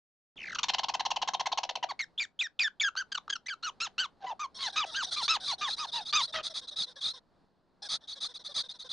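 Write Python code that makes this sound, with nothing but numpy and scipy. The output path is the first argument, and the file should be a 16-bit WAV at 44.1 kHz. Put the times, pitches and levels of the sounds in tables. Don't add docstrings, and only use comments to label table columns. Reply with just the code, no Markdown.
import sys
import numpy as np
from scipy import signal
from scipy.fft import rfft, irfft, next_fast_len
from scipy.io import wavfile
from scipy.ndimage import uniform_filter1d

SR = 44100
rng = np.random.default_rng(int(sys.argv[2]) if len(sys.argv) > 2 else 0)


def generate_wav(sig):
    pcm = np.round(np.clip(np.atleast_2d(sig).T, -1, 1) * 32767).astype(np.int16)
    wavfile.write(sys.argv[1], SR, pcm)


N = 393460
EDGE_HZ = 11400


def gain_of(db):
    return 10 ** (np.asarray(db) / 20)


def evened(x):
    return x / np.sqrt(np.mean(x ** 2) + 1e-20)


def read(points, hz):
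    f, value = np.transpose(points)
    return np.interp(np.log(hz + 1), np.log(f + 1), value)


def along(curve, x):
    at, *columns = np.transpose(curve)
    return [np.interp(x, at, column) for column in columns]


def coloured(x, points):
    size = next_fast_len(len(x) + 512)
    gain = gain_of(read(points, np.fft.rfftfreq(size, 1 / SR)))
    return irfft(rfft(x, size) * gain, size)[:len(x)]


def wander(size, rate_hz):
    knots = np.sqrt(1.5) * rng.standard_normal(512)
    return np.interp(2 * rate_hz * np.arange(size) / SR, np.arange(len(knots)), knots)


def span(start, end):
    return np.linspace(0, 1, max(round((end - start) * SR), 64))


def parts(u, values):
    return np.interp(u, (np.arange(len(values)) + .5) / len(values), values)


def fade(size, rise_s, fall_s):
    t = np.arange(size) / SR
    rise = np.sin(np.pi / 2 * np.minimum(t / rise_s, 1))
    fall = np.sin(np.pi / 2 * np.minimum(t[::-1] / fall_s, 1))
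    return rise * fall


def played(call, rows):
    out = np.zeros(N)
    for row in rows:
        sound = call(*row)
        part = out[round(row[0] * SR):]
        part[:len(sound)] += sound[:len(part)]
    return out


# frequency_hz, relative_level_db
AIR_SPECTRUM = [(25, -3), (60, -4), (120, -5), (200, -1), (450, -7), (800, -8), (1600, -17), (2300, -27),
                (3200, -27), (4300, -21), (6000, -36), (11000, -46)]
# time_s, level_db
AIR_LEVEL = [(.37, -59), (1.8, -67), (2.5, -73.5), (3.3, -68), (4.3, -66.5), (5.3, -63), (6.4, -65.5),
             (7.3, -71), (8.9, -68)]
# frequency_hz, likeness (0-1)
AIR_COHERENCE = [(40, .1), (400, 0.73), (9000, 0.96)]
AIR_START_S = .358


def air():
    t, hz = np.arange(N) / SR, np.fft.rfftfreq(N, 1 / SR)
    left, other = rfft(rng.standard_normal((2, N)))
    same = np.clip(read(AIR_COHERENCE, hz), -1, 1)
    pair = np.array([left, same * left + np.sqrt(1 - same ** 2) * other])
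    wash = evened(irfft(pair * gain_of(read(AIR_SPECTRUM, hz)), N))
    swell = evened(sum(np.sin(2 * np.pi * (f * t + rng.random())) / np.sqrt(f)
                       for f in np.geomspace(1, 12, 20)))
    level_db = np.interp(t, *np.transpose(AIR_LEVEL)) + 1.2 * swell
    return wash * gain_of(level_db) * (t > AIR_START_S)


# frequency_hz, t60_s
ECHO_DECAY = [(200, 0.51), (900, 0.13), (2000, 0.14), (4300, 0.12), (8000, 0.047)]


def echo(x):
    hz, t, z = signal.stft(rng.standard_normal((2, SR // 2)), SR, nperseg=256)
    decay = gain_of(-60 * t / read(ECHO_DECAY, hz)[:, None])
    tails = signal.istft(z * decay, SR, nperseg=256)[1]
    mid, side = signal.fftconvolve(x[None], tails / np.linalg.norm(tails[0]), axes=1)[:, :N]
    return np.array([mid + 0.97 * side, mid - 0.15 * side])


# frequency_hz, gain_db
REFLECTION_COLOUR = [(900, -6), (3500, -8.5), (9000, 4.5)]


def scatter(x, t60):
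    t = np.arange(SR // 8) / SR
    taps = rng.standard_normal((2, len(t))) * gain_of(-60 * t / t60) * (t > .003)
    taps = np.array([coloured(ear, REFLECTION_COLOUR) for ear in taps])
    return signal.oaconvolve(x[None], taps / np.linalg.norm(taps[0]), axes=1)[:, :N]


def voice(hz, throat, rough, first_order, uneven_db, rolloff_db):
    phase = 2 * np.pi * np.cumsum(hz) / SR
    last_order = max(int(EDGE_HZ / hz.min()), first_order)
    k = np.arange(first_order, last_order + 1)[:, None]
    lag = rng.uniform(0, 2 * np.pi, k.shape)
    swell_db = uneven_db * np.array([wander(len(hz), rate_hz=41.5) for _ in k]) - rolloff_db * k
    strength = gain_of(read(throat, k * hz) + swell_db) * (k * hz < SR / 2)
    folds = (strength * np.cos(k * phase + lag)).sum(0)
    tilted = [(f, db - rolloff_db * f / hz.mean()) for f, db in throat]
    puffs = coloured((1 + .7 * np.cos(phase)) * rng.standard_normal(len(hz)), tilted)
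    rough = np.clip(rough, 0, 1)
    return np.sin(phase), evened((1 - rough) * evened(folds) + rough * evened(puffs))


def open_voice(hz, throat, rough, overtones_db):
    fundamental, overtones = voice(hz, throat, rough, first_order=2, uneven_db=5.0, rolloff_db=2.45)
    share = gain_of(overtones_db)
    return (np.sqrt(2) * fundamental + share * overtones) / np.sqrt(1 + share ** 2)


# frequency_hz, gain_db
BUZZ_THROAT = [(300, -27), (600, -12.5), (1200, -17.5), (1700, -14.5), (2100, -26.5), (2900, -35.5),
               (3300, -6.5), (3700, 2.5), (4500, -9.5), (5600, -6.5), (7300, -29), (8600, -17.5),
               (9800, -20.5), (10800, -50.5)]
# pitch_hz, level_db
BUZZ_LEVEL = [(450, -58), (500, -50), (600, -46.5), (850, -41.5), (1030, -44.5)]
# start_s, end_s, mean_pitch_hz
BUZZES = [(4.544, 4.598, 1049), (4.693, 4.718, 874), (4.722, 4.781, 803), (4.855, 4.922, 659),
          (4.914, 4.958, 918), (5.059, 5.11, 738), (5.399, 5.464, 747), (5.58, 5.634, 759),
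          (5.763, 5.865, 952), (5.866, 5.913, 699), (6.003, 6.046, 711), (6.272, 6.32, 648),
          (6.323, 6.382, 884), (6.494, 6.535, 656), (6.61, 6.667, 518), (6.706, 6.755, 604),
          (6.861, 6.935, 495), (6.956, 7.005, 554), (7.132, 7.196, 513), (7.82, 7.885, 830),
          (8.006, 8.069, 434), (8.151, 8.2, 542), (8.282, 8.335, 491), (8.388, 8.433, 486),
          (8.486, 8.538, 591), (8.63, 8.681, 523), (8.734, 8.781, 480), (8.839, 8.887, 513)]


def buzz(start, end, pitch_hz):
    u = span(start, end)
    bend = 0.12 * (np.sin(np.pi * u) - 2 / np.pi) - 0.106 * (u - .5)
    hz = pitch_hz * (1 + bend + 0.037 * wander(len(u), rate_hz=360))
    note = voice(hz, BUZZ_THROAT, rough=0.32, first_order=0.96, uneven_db=4.5, rolloff_db=1.0)[1]
    return gain_of(read(BUZZ_LEVEL, pitch_hz)) * note * fade(len(u), rise_s=0.012, fall_s=0.023)


# frequency_hz, gain_db
WHEEZE_THROAT = [(200, -45), (700, -17), (1300, -19.5), (2000, -18.5), (2900, -30.5), (3400, 1.5),
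                 (3900, -0.5), (4600, -2), (5300, -14.5), (6300, -13.5), (7300, -31), (8900, -22),
                 (10000, -29.5), (10800, -52)]
# share_of_length (0-1), whistle_pitch_factor, whistle_to_rasp_factor, level_db
WHEEZE_COURSE = [(0, .92, 0.52, -10.5), (.3, 1.0, 0.72, -1.5), (.6, .97, 0.44, 0), (.83, 1.1, 1.4, -5),
                 (1, .98, 0.57, -21)]
# time_s, whistle_hz
NOSE_WHISTLE = [(4.95, 4070), (5.02, 5430), (5.11, 4160), (5.8, 3891), (8.9, 3839)]
# frequency_hz, gain_db
PUFF_COLOUR = [(50, -8), (140, 1.5), (1500, -27.5)]
# start_s, end_s, base_level_db
WHEEZES = [(4.594, 4.704, -36.5), (4.945, 4.983, -36), (5.021, 5.062, -30.5), (5.106, 5.161, -32),
           (5.154, 5.214, -34), (5.208, 5.276, -32), (5.33, 5.371, -34), (5.432, 5.559, -32.5),
           (5.664, 5.76, -33), (5.916, 6.005, -32.5), (6.048, 6.123, -37), (6.192, 6.27, -31),
           (6.428, 6.495, -35), (6.537, 6.608, -35), (6.67, 6.707, -40), (6.757, 6.86, -30.5),
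           (7.005, 7.13, -31), (7.886, 7.978, -30.5), (8.072, 8.153, -39), (8.202, 8.283, -33),
           (8.337, 8.386, -42), (8.438, 8.491, -39), (8.54, 8.63, -30.5), (8.684, 8.735, -40.5),
           (8.787, 8.842, -42), (8.888, 8.939, -35)]


def wheeze(start, end, db):
    u = span(start, end)
    glide, clear, swell_db = along(WHEEZE_COURSE, u)
    whistle_hz, = along(NOSE_WHISTLE, start)
    shake = .045 * wander(len(u), rate_hz=90) + .01 * wander(len(u), rate_hz=800)
    hz = whistle_hz * glide * (1 + shake)
    rasp = voice(hz / 3, WHEEZE_THROAT, rough=.43, first_order=1, uneven_db=3.5, rolloff_db=0)[1]
    whistle = np.sin(2 * np.pi * np.cumsum(hz) / SR)
    sound = evened(rasp + clear * whistle)
    level_db = db + swell_db + .9 * wander(len(u), rate_hz=230)
    strength = gain_of(level_db) * fade(len(u), rise_s=0.011, fall_s=0.011)
    puff = evened(coloured(rng.standard_normal(len(u)), PUFF_COLOUR))
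    return strength * sound + gain_of(2.5) * strength ** 2 * puff


# frequency_hz, gain_db
CHIP_THROAT = [(500, -23.5), (1400, -11), (2200, -9.5), (2550, -4), (3000, 3.5), (3400, 1.5), (4500, 3.5),
               (5000, -2), (5800, 3.5), (6700, -3), (7800, -17), (11000, -42.5)]
# share_of_length (0-1), top_pitch_factor, level_db, overtones_db
CHIP_COURSE = [(0, 0.84, -2.5, -10), (.17, 0.98, -2.5, 5.5), (0.449, 0.95, -0.5, 1.5), (.72, .74, 4, -3.5),
               (1, 0.52, -0.5, 2.5)]


def chip(start, length, top_hz, db, overtones_db):
    u = span(start, start + length)
    glide, swell_db, strain_db = along(CHIP_COURSE, u)
    hz = top_hz * glide * (1 + 0.04 * wander(len(u), rate_hz=536))
    cry = open_voice(hz, CHIP_THROAT, rough=.36, overtones_db=overtones_db + strain_db)
    shake_db = 0.87 * wander(len(u), rate_hz=370)
    rise_s = np.interp(db, [-42, -33], [.007, .0012])
    return gain_of(db + swell_db + shake_db) * cry * fade(len(u), rise_s, fall_s=0.0092)


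# start_s, length_s
CHIPS = [(.365, 0.022), (0.384, 0.014), (.397, 0.016), (0.412, .014), (0.425, 0.025), (0.452, 0.014),
         (0.465, .027), (.493, .02), (0.516, 0.023), (.547, 0.018), (0.585, .016), (0.631, 0.018),
         (0.684, .024), (0.735, .02), (0.783, 0.02), (.832, .02), (0.884, .022), (0.938, 0.021),
         (0.995, .021), (1.051, 0.023), (1.104, 0.022), (1.16, 0.019), (1.216, .023), (1.275, 0.022),
         (1.335, .022), (1.396, .022), (1.457, .022), (1.517, .021), (1.574, 0.021), (1.632, 0.013),
         (1.691, 0.013), (1.754, .012), (1.827, 0.024)]
# time_s, top_pitch_hz, base_level_db, overtones_against_fundamental_db
TRILL_EFFORT = [(.365, 3580, -48.5, -22), (.41, 2850, -41.5, -16.5), (.515, 2012, -41, -7),
                (.547, 1674, -34, 1.5), (.63, 1221, -26, 8.5), (.684, 1105, -27, 8.5), (.85, 1109, -30, 0),
                (1.57, 1098, -29, -1), (1.69, 1067, -30, 5), (1.83, 1020, -30, -4)]
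TICKS = [2.953, 3.279]
TICK_S, TICK_HZ, TICK_DB, TICK_OVERTONES_DB = 0.0049, 1370.5, -31.5, -17.5
CUT_SHORT_S, STRONG_DB = .014, -36
CATCH_AFTER_S, CATCH_PITCH_FACTOR, CATCH_DB, CATCH_OVERTONES_DB = 0.014, .82, -8, -5


def chips():
    rows = [(start, TICK_S, TICK_HZ, TICK_DB, TICK_OVERTONES_DB) for start in TICKS]
    for start, length in CHIPS:
        hz, db, overtones_db = along(TRILL_EFFORT, start)
        rows.append((start, length, hz, db, overtones_db))
        if length < CUT_SHORT_S and db > STRONG_DB:
            rows.append((start + CATCH_AFTER_S, length, hz * CATCH_PITCH_FACTOR,
                         db + CATCH_DB, CATCH_OVERTONES_DB))
    return played(chip, rows)


# frequency_hz, gain_db
SQUEAL_THROAT = [(500, -16.5), (1500, -0.5), (2000, -5), (2450, -5.5), (2900, 2.5), (3500, 1), (4700, -2.5),
                 (5300, -2.5), (6400, -2), (7300, -11.5), (7900, -19.5), (11000, -50.5)]
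# frequency_hz, gain_db
MOUTH_RING = [(3000, -21), (4400, 7), (5700, -24.5)]


def strained(pitch_hz, db, overtones_db, rough, mouth, rise_s, fall_s):
    size = len(pitch_hz)
    u = np.linspace(0, 1, size)
    rough = rough + 0.39 * np.exp(-u / 0.08) + .25 * np.exp((u - 1) / 0.046)
    shake = 0.12 * rough * wander(size, rate_hz=640) + .014 * wander(size, rate_hz=80.1)
    hz = pitch_hz * (1 + shake)
    shake_db = (1.0 + 3 * rough) * wander(size, rate_hz=300)
    cry = open_voice(hz, SQUEAL_THROAT, rough + 0.0069, overtones_db)
    cry = cry + mouth * coloured(cry, MOUTH_RING)
    cry = cry / np.sqrt(abs(uniform_filter1d(cry ** 2, size=256)) + 1e-9)
    return gain_of(db + shake_db) * cry * fade(size, rise_s, fall_s)


# share_of_register (0-1), pitch_factor, level_db, overtones_db
WHISTLE_COURSE = [(0, .92, -3, -17.5), (0.499, 1.0, -0.5, -13), (1, 1.07, 1, -6)]
HIGH_COURSE = [(0, 1.02, -1, -6), (.35, 1.0, 1.5, -4.5), (0.999, .92, -2, 0)]
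LOW_COURSE = [(0, 1.1, -3, -1), (.3, 1.0, 1, 0), (.75, .94, -3.5, -7), (1, .78, -2.5, -8)]
SHRIEK_WHISTLE_HZ = 3425
WHISTLE_ROUGH, HIGH_ROUGH, LOW_ROUGH = .09, 0.21, 0.066
# start_s, end_s, whistle_share (0-1), high_share (0-1), high_pitch_hz, low_pitch_hz,
# base_level_db, low_voice_base_level_db
SHRIEKS = [(1.991, 2.046, 0, 0.49, 2215, 1955, -32, -39),
           (2.177, 2.255, 0.27, 0.44, 2396, 1877, -31.5, -40.5),
           (2.39, 2.475, .25, 0.21, 2478, 1907, -28.5, -37),
           (2.59, 2.684, 0.06, 0.41, 2408, 1810, -27.5, -29),
           (2.798, 2.893, .13, .21, 2334, 1660, -28, -27.5),
           (3.481, 3.544, 0.02, 0.25, 2335, 1560, -35.5, -36.5)]


def shriek(start, end, whistle_share, high_share, high_hz, low_hz, db, low_db):
    size = len(span(start, end))
    registers = [(whistle_share, WHISTLE_COURSE, SHRIEK_WHISTLE_HZ, db, WHISTLE_ROUGH),
                 (high_share, HIGH_COURSE, high_hz, db, HIGH_ROUGH),
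                 (1 - whistle_share - high_share, LOW_COURSE, low_hz, low_db, LOW_ROUGH)]
    controls = []
    for share, course, register_hz, level_db, rough in registers:
        u = np.linspace(0, 1, max(round(share * size), 0))
        glide, swell_db, overtones_db = along(course, u)
        controls.append([register_hz * glide, level_db + swell_db, overtones_db, np.full(len(u), rough)])
    return strained(*np.hstack(controls), mouth=0, rise_s=0.0037, fall_s=.004)


# top_pitch_hz, base_roughness (0-1)
HOARSENESS = [(650, 0.31), (790, 0.5), (980, 0.22), (1250, 0.16), (1600, 0.14)]
ARCH_POWER, SHUT_DB, SHUT_OVERTONES_DB, RELAX_DB = 2.2, -6, -3.5, 11
STUTTER_HZ, STUTTER_CLOSED, STUTTER_EDGE, STUTTER_DB, STUTTER_SAG = 34.9, .28, 0.24, -38.5, .13
MOUTH_WIDEST, MOUTH_SPREAD = 0.14, .22
# start_s, end_s, top_pitch_hz, place_of_top (0-1), pitch_share_lost_by_end,
# early_level_db, late_level_db, overtones_db, stutters (true or false)
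SQUEALS = [(1.886, 1.925, 1182, 0.05, 0.45, -38, -33.5, -3, False),
           (2.963, 3.027, 1605, 0.51, .2, -31, -34.5, -4, False),
           (3.115, 3.186, 1610, 0.14, .33, -32.5, -29.5, 4.5, True),
           (3.294, 3.369, 1655, 0.34, 0.23, -28, -32.5, 6, True),
           (3.458, 3.476, 2056, 0.7, 0.047, -43, -37.5, 1.5, False),
           (3.625, 3.702, 1453, 0.35, 0.37, -35.5, -34.5, 1, False),
           (3.801, 3.879, 1403, 0.39, 0.49, -30.5, -38.5, 8, False),
           (3.98, 4.064, 1547, 0.38, .39, -28, -35.5, 4, False),
           (4.202, 4.264, 805, 0.2, 0.099, -55, -37, -11.5, False),
           (4.257, 4.335, 985, .35, 0.27, -39, -35.5, -10, False),
           (4.391, 4.465, 1226, .35, 0.24, -35.5, -35.5, -8, False),
           (4.586, 4.693, 1113, 0.2, 0.36, -39, -35, 8, False),
           (4.759, 4.852, 1282, 0.33, 0.47, -28, -32.5, 4, False),
           (4.941, 5.037, 1604, 0.42, 0.47, -33.5, -33.5, 0, False),
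           (5.158, 5.232, 1206, .27, .39, -36, -36.5, -1, False),
           (5.279, 5.375, 1333, 0.4, .45, -24, -31.5, 4.5, False),
           (5.473, 5.541, 1173, 0.11, .42, -35.5, -37, 1.5, False),
           (5.61, 5.698, 1221, 0.17, 0.4, -30.5, -35.5, 3, False),
           (5.779, 5.862, 1255, .4, .39, -35.5, -38, -0.5, False),
           (5.93, 6.017, 952, 0.28, 0.21, -40, -39.5, -4, False),
           (6.126, 6.224, 1252, 0.4, 0.31, -24, -28.5, 4.5, False),
           (6.338, 6.415, 648.7, 0.01, 0.069, -32.5, -38, 8.5, False)]


def squeal(start, end, top_hz, crest, sag, early_db, late_db, overtones_db, stutters):
    u = span(start, end)
    hz = top_hz * (1 - sag * (abs(u - crest) / (1 - crest)) ** ARCH_POWER)
    shut = (2 * u - 1) ** 4
    db = parts(u, [early_db, late_db]) + SHUT_DB * shut
    if stutters:
        beat = (u * (end - start) * STUTTER_HZ) % 1
        opening = np.clip(np.minimum(beat, 1 - STUTTER_CLOSED - beat) / STUTTER_EDGE, 0, 1)
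        db = db + STUTTER_DB * (1 - opening) ** 2
        hz = hz * (1 - STUTTER_SAG * (beat - (1 - STUTTER_CLOSED) / 2))
    strain_db = overtones_db - RELAX_DB * (u - .5) + SHUT_OVERTONES_DB * shut
    mouth = np.exp(-((u - MOUTH_WIDEST) / MOUTH_SPREAD) ** 2)
    rise_s = np.interp(early_db, [-37, -29], [.014, .003])
    return strained(hz, db, strain_db, read(HOARSENESS, top_hz), mouth, rise_s, fall_s=0.0021)


def scene():
    trill = chips()
    cries = played(shriek, SHRIEKS) + played(squeal, SQUEALS)
    nasal = played(wheeze, WHEEZES) + played(buzz, BUZZES)
    side = gain_of(-3.5) * scatter(nasal, t60=.025)[0]
    widened_nasal = np.array([nasal + side, nasal - side])
    near = gain_of(-16.5) * scatter(trill + cries, t60=0.12)
    far = echo(gain_of(-15.5) * trill + gain_of(-20.5) * cries)
    return trill + cries + widened_nasal + near + far + air()


def record(dry):
    low_pass = signal.firwin(255, EDGE_HZ, window=("kaiser", 7), fs=SR)
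    return signal.oaconvolve(dry, low_pass[None], "same")


dry = scene()
out = record(dry)
generate_wav(out)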